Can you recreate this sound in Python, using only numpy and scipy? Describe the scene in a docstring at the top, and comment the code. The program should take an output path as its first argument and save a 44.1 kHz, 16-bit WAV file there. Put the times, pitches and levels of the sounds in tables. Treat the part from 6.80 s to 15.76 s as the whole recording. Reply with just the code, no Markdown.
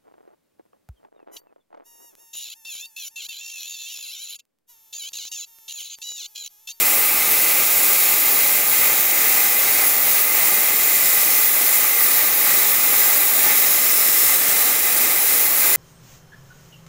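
"""A hand-held plasma torch is drawn slowly through a steel plate on a bench, close to the microphone.
Four layers of filtered noise: the jet sizzles, brightest at the very top; the arc rasps on the steel;
the blast roars through the cut in a few hollow resonances; spent gas billows out low below the plate.
About twice a second the arc runs short of steel and the sound slackens; now and then melt spurts out
and the roar swells. Passing resonances and moving echoes shift the colour as the torch creeps along."""
import sys
import numpy as np
from scipy import signal
from scipy.fft import rfft, irfft
from scipy.io import wavfile
from scipy.ndimage import uniform_filter1d, map_coordinates

SR = 44100
rng = np.random.default_rng(int(sys.argv[2]) if len(sys.argv) > 2 else 0)


def output_pcm(signal):
    """Save a mono or channel-first signal as 16-bit PCM at the path in sys.argv[1].

    Samples are clipped to [-1, 1] before scaling.
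    """
    pcm = np.clip(np.atleast_2d(signal).T, -1, 1) * 32767
    wavfile.write(sys.argv[1], SR, np.round(pcm).astype(np.int16))


N = 395136
TIME = np.arange(N) / SR  # s
HZ = np.fft.rfftfreq(N, 1 / SR)

# resonances around the nozzle and its cup: (centre [Hz], width [Hz], lift [dB])
NOZZLE_RESONANCES = [(3890, 420, 4.7), (5450, 300, 1.5), (6430, 150, 2), (6830, 200, 2), (7370, 750, 4.5),
                     (9550, 900, 2.5), (10850, 350, 3.2), (11570, 500, 2.8), (12650, 300, 2),
                     (13450, 600, 3), (14540, 300, 3), (14950, 550, 4.4), (15520, 400, 2.5)]
# slow drift of the blast, which also feeds the plume: (time [s], level before offsets and mix [dB])
BLAST_DRIFT = [(0, -26.6), (1.2, -27), (2.4, -27), (3.9, -27.5), (4.6, -28.1), (5.6, -26.7), (6.5, -26.5),
               (7.2, -27.5), (7.8, -26.5), (8.96, -27.5)]
# lulls between steps of the hand, with little steel to bite:
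# (middle [s], width at half height [s], depth before layer scaling [dB])
HAND_LULLS = [(0.31, 0.24, 1.3), (0.85, 0.12, 0.5), (1.43, 0.09, 1), (1.84, 0.11, 2.5), (2.3, 0.19, 1.3),
              (2.77, 0.13, 1.5), (3.17, 0.12, 2), (3.48, 0.093, 2.5), (3.95, 0.17, 0.8), (4.74, 0.12, 1.5),
              (5.14, 0.12, 2), (5.54, 0.16, 2), (5.98, 0.16, 1.8), (6.48, 0.18, 2), (7.0, 0.09, 1.3),
              (7.6, 0.08, 1.5), (8.03, 0.16, 1.5), (8.35, 0.14, 1.6), (8.72, 0.1, 2.5)]
# melt blown through the cut: (middle [s], width at half height [s], swell before layer scaling [dB])
MELT_SPURTS = [(0.8, 0.08, 0.8), (2.04, 0.14, 1.3), (2.53, 0.1, 0), (3.04, 0.12, 1.2), (3.68, 0.073, 0.5),
               (5.71, 0.073, 1.6), (6.33, 0.12, 0.8), (6.68, 0.12, 1.8), (8.29, 0.11, 1.2),
               (8.87, 0.08, 2.0)]


def gain_of(db):
    """Decibels to amplitude."""
    return 10 ** (np.asarray(db) / 20)


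def evened(x):
    """Scales to rms 1."""
    return x / np.sqrt(np.mean(x ** 2) + 1e-20)


def unit_in(x, low_hz, high_hz):
    """Scales to rms 1 within a band."""
    in_band = irfft(rfft(x) * (HZ > low_hz) * (HZ < high_hz), N)
    return x / np.std(in_band)


def level(curve):
    """A dB curve as a gain for every sample."""
    time_s, level_db = np.transpose(curve)
    return gain_of(np.interp(TIME, time_s, level_db))


def bell(offset, width):
    """A smooth hump of height 1, with the given width at half height."""
    return 0.5 ** ((2 * offset / width) ** 2)


def swells(events):
    """Each event rises and falls as one hump; their sum in dB for every sample."""
    coarse_s = TIME[::128]
    total_db = sum(db * bell(coarse_s - middle_s, length_s) for middle_s, length_s, db in events)
    return np.interp(TIME, coarse_s, total_db)


def wander(rate_hz):
    """Slow random motion of rms 1, with little motion above the rate."""
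    spectrum = rfft(rng.standard_normal(N))
    return evened(irfft(spectrum / (1 + (HZ / rate_hz) ** 4), N))


def turbulence(flutter_db, flutter_hz, grain_db, grain_hz):
    """Noise that flutters with large eddies and is grainy with small ones (rms dB)."""
    flutter = flutter_db * wander(flutter_hz)
    grain = grain_db * wander(grain_hz)
    return rng.standard_normal(N) * gain_of(flutter + grain)


def shaped(x, colour, modes=()):
    """Filters by a smooth spectrum with resonances standing on it."""
    colour_hz, colour_db = np.transpose(colour)
    db = np.interp(np.log(HZ + 1), np.log(colour_hz), colour_db)
    for centre_hz, width_hz, lift_db in modes:
        db = db + lift_db / (1 + (2 * (HZ - centre_hz) / width_hz) ** 2)
    return irfft(rfft(x) * gain_of(db), N)


def jet():
    """The narrow, fast jet hisses very high, sizzles as the arc shakes it, and feels lulls only a little."""
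    # slow drift at the nozzle: (time [s], level before mix [dB])
    drift = [(0, -18), (2.3, -18.5), (4.2, -18), (6.7, -16.5), (8, -18), (8.96, -16.5)]
    # smooth spectrum: (frequency [Hz], relative density [dB])
    colour = [(50, -70), (2000, -35), (6000, -20), (8500, -14), (11000, -5.8), (12300, -4.8), (13200, -2.3),
              (14100, -2.8), (15000, -.4), (16000, -.4)]
    # brief flares of the highest hiss: (middle [s], width at half height [s], swell [dB])
    flares = [(0.52, 0.05, 2), (3.07, 0.06, 2), (5.22, 0.06, 2), (5.75, 0.1, 0.5), (6.43, 0.055, 1),
              (7.44, 0.08, 1.2)]
    noise = turbulence(flutter_db=0.45, flutter_hz=10, grain_db=0.7, grain_hz=600)
    gas = shaped(noise, colour, NOZZLE_RESONANCES)
    push_db = swells(flares) - 0.57 * swells(HAND_LULLS)  # dB per dB of lull
    return level(drift) * gain_of(push_db) * unit_in(gas, 12000, 15700)


def rasp():
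    """The arc scours the steel and slackens in every lull."""
    # slow drift on the cut face: (time [s], level before mix [dB])
    drift = [(0, -23.5), (1.3, -23), (3.5, -23.5), (5.8, -23.0), (6.9, -22.5), (8.96, -22.5)]
    # smooth spectrum: (frequency [Hz], relative density [dB])
    colour = [(20, -57), (300, -24), (1800, -14.5), (3200, -6), (4600, -2.5), (6200, -1), (8200, -0.5),
              (10500, -0.5), (13000, 0.5), (16000, 3)]
    noise = turbulence(flutter_db=0.51, flutter_hz=40, grain_db=-0.3, grain_hz=700)
    gas = shaped(noise, colour, NOZZLE_RESONANCES)
    push_db = -1.14 * swells(HAND_LULLS)
    return level(drift) * gain_of(push_db) * unit_in(gas, 3200, 10000)


def blast():
    """Gas sputters past the melt and sounds the hollow of the cut, swelling with the spurts."""
    # smooth spectrum: (frequency [Hz], relative density [dB])
    colour = [(20, -55), (100, -42), (600, -4.5), (1000, -8), (1500, -3.5), (2300, 0), (3100, -4),
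              (5000, -13), (12000, -31)]
    # resonances of the cut and the gap under the torch: (centre [Hz], width [Hz], lift [dB])
    cut_modes = [(826, 114, 10.5), (1211, 230, 11), (1584, 58, 6), (1794, 124, 5.5), (2047, 181, 12.5),
                 (2260, 68, 6), (2449, 118, 8), (2650, 84, 5.5)]
    noise = turbulence(flutter_db=0.5, flutter_hz=19, grain_db=0.7, grain_hz=402)
    gas = shaped(noise, colour, cut_modes)
    push_db = 1.1 * swells(MELT_SPURTS) - 0.69 * swells(HAND_LULLS)
    return level(BLAST_DRIFT) * gain_of(push_db) * unit_in(gas, 1100, 2800)


def plume():
    """Spent gas billows out below the plate, following the blast."""
    # smooth spectrum: (frequency [Hz], relative density [dB])
    colour = [(8, -40), (25, -19), (50, -13), (100, -6), (190, -4.5), (340, 1.5), (560, 2), (950, -5),
              (2000, -20.5), (6000, -44)]
    below_blast_db = 7.5  # before mix
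    noise = turbulence(flutter_db=0.23, flutter_hz=7.1, grain_db=1, grain_hz=200)
    gas = shaped(noise, colour)
    push_db = 0.97 * swells(MELT_SPURTS) - 0.55 * swells(HAND_LULLS)
    return level(BLAST_DRIFT) * gain_of(push_db - below_blast_db) * unit_in(gas, 100, 950)


def shifting(x, patchy_db=1.6):
    """The gap under the torch keeps changing shape: resonances come and go, and the treble shimmers."""
    # resonances that swell (+) or choke (-) as the torch moves, widths at half height:
    # (middle [s], length [s], centre [Hz], width [Hz], lift [dB])
    passing = [(0.22, 4.5, 2640, 390, 1.5), (0.83, 2, 1870, 356.4, -4.5), (1.1, 1.3, 11200, 416.7, 0.5),
               (1.9, 2.0, 15000, 380, 1), (2.8, 1.6, 770, 93, 4), (3.8, 3.7, 15100, 560, 3.5),
               (4.0, 4.5, 13900, 400, 2), (4.8, 3.5, 8200, 450, -1.5), (5.34, 1.0, 1180, 120, 2.5),
               (6.24, 1.3, 3800, 450, 2.5), (7.1, 1.4, 790, 150, 6.5), (7.23, 0.81, 804, 140, -10),
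               (7.16, 0.51, 5330, 300, 5), (7.5, 2.0, 4400, 400, -2.5), (7.6, 3.4, 2350, 640, -2)]
    hz, frame_s, z = signal.stft(x, SR, nperseg=1024, noverlap=768)
    hz = hz[:, None]
    db = np.zeros(z.shape)
    for middle_s, length_s, centre_hz, width_hz, lift_db in passing:
        db += lift_db * bell(frame_s - middle_s, length_s) * bell(hz - centre_hz, width_hz)
    patches = uniform_filter1d(rng.standard_normal(z.shape), size=45, axis=1)  # frames
    patches = evened(uniform_filter1d(patches, size=4, axis=0))  # bins
    db += patchy_db * patches * np.minimum(hz / 8000, 1)  # short waves feel small movements most
    return signal.istft(z * gain_of(db), SR, nperseg=1024, noverlap=768)[1][:N]


def near_echoes(x, tremor_ms=0.072, tremor_hz=0.91):
    """Short paths change length as the hand creeps along and trembles, so the hiss phases slightly."""
    # echoes off the gloves and the bench, delays before tremor:
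    # (delay at start [ms], delay at end [ms], strength [amplitude ratio])
    echoes = [(1.7, 2.35, 0.027), (2.4, 1.75, 0.013), (3.3, 3.8, 0.026), (3.7, 5.3, 0.02),
              (5.1, 4.2, 0.035), (6.3, 6.9, 0.03)]
    out = x.copy()
    for start_ms, end_ms, strength in echoes:
        delay_ms = np.linspace(start_ms, end_ms, N) + tremor_ms * wander(tremor_hz)
        place = (TIME - delay_ms / 1000) * SR  # fractional sample
        out += strength * map_coordinates(x, [place], order=3, mode="mirror")
    return out


def scene():
    """Mixes the four torch layers and sends the same signal to both channels."""
    hiss = gain_of(-2.24) * jet() + gain_of(-1) * rasp()
    roar = gain_of(0.32) * blast() + gain_of(-2.5) * plume()
    torch = near_echoes(shifting(hiss + roar))
    return np.array([torch, torch])


def record(dry):
    """The recorder's steep band limit: a linear-phase low-pass."""
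    edge_hz = 15760
    low_pass = signal.firwin(1023, edge_hz, window=("kaiser", 8), fs=SR)
    return signal.oaconvolve(dry, low_pass[None], "same")


dry = scene()
out = record(dry)
output_pcm(out)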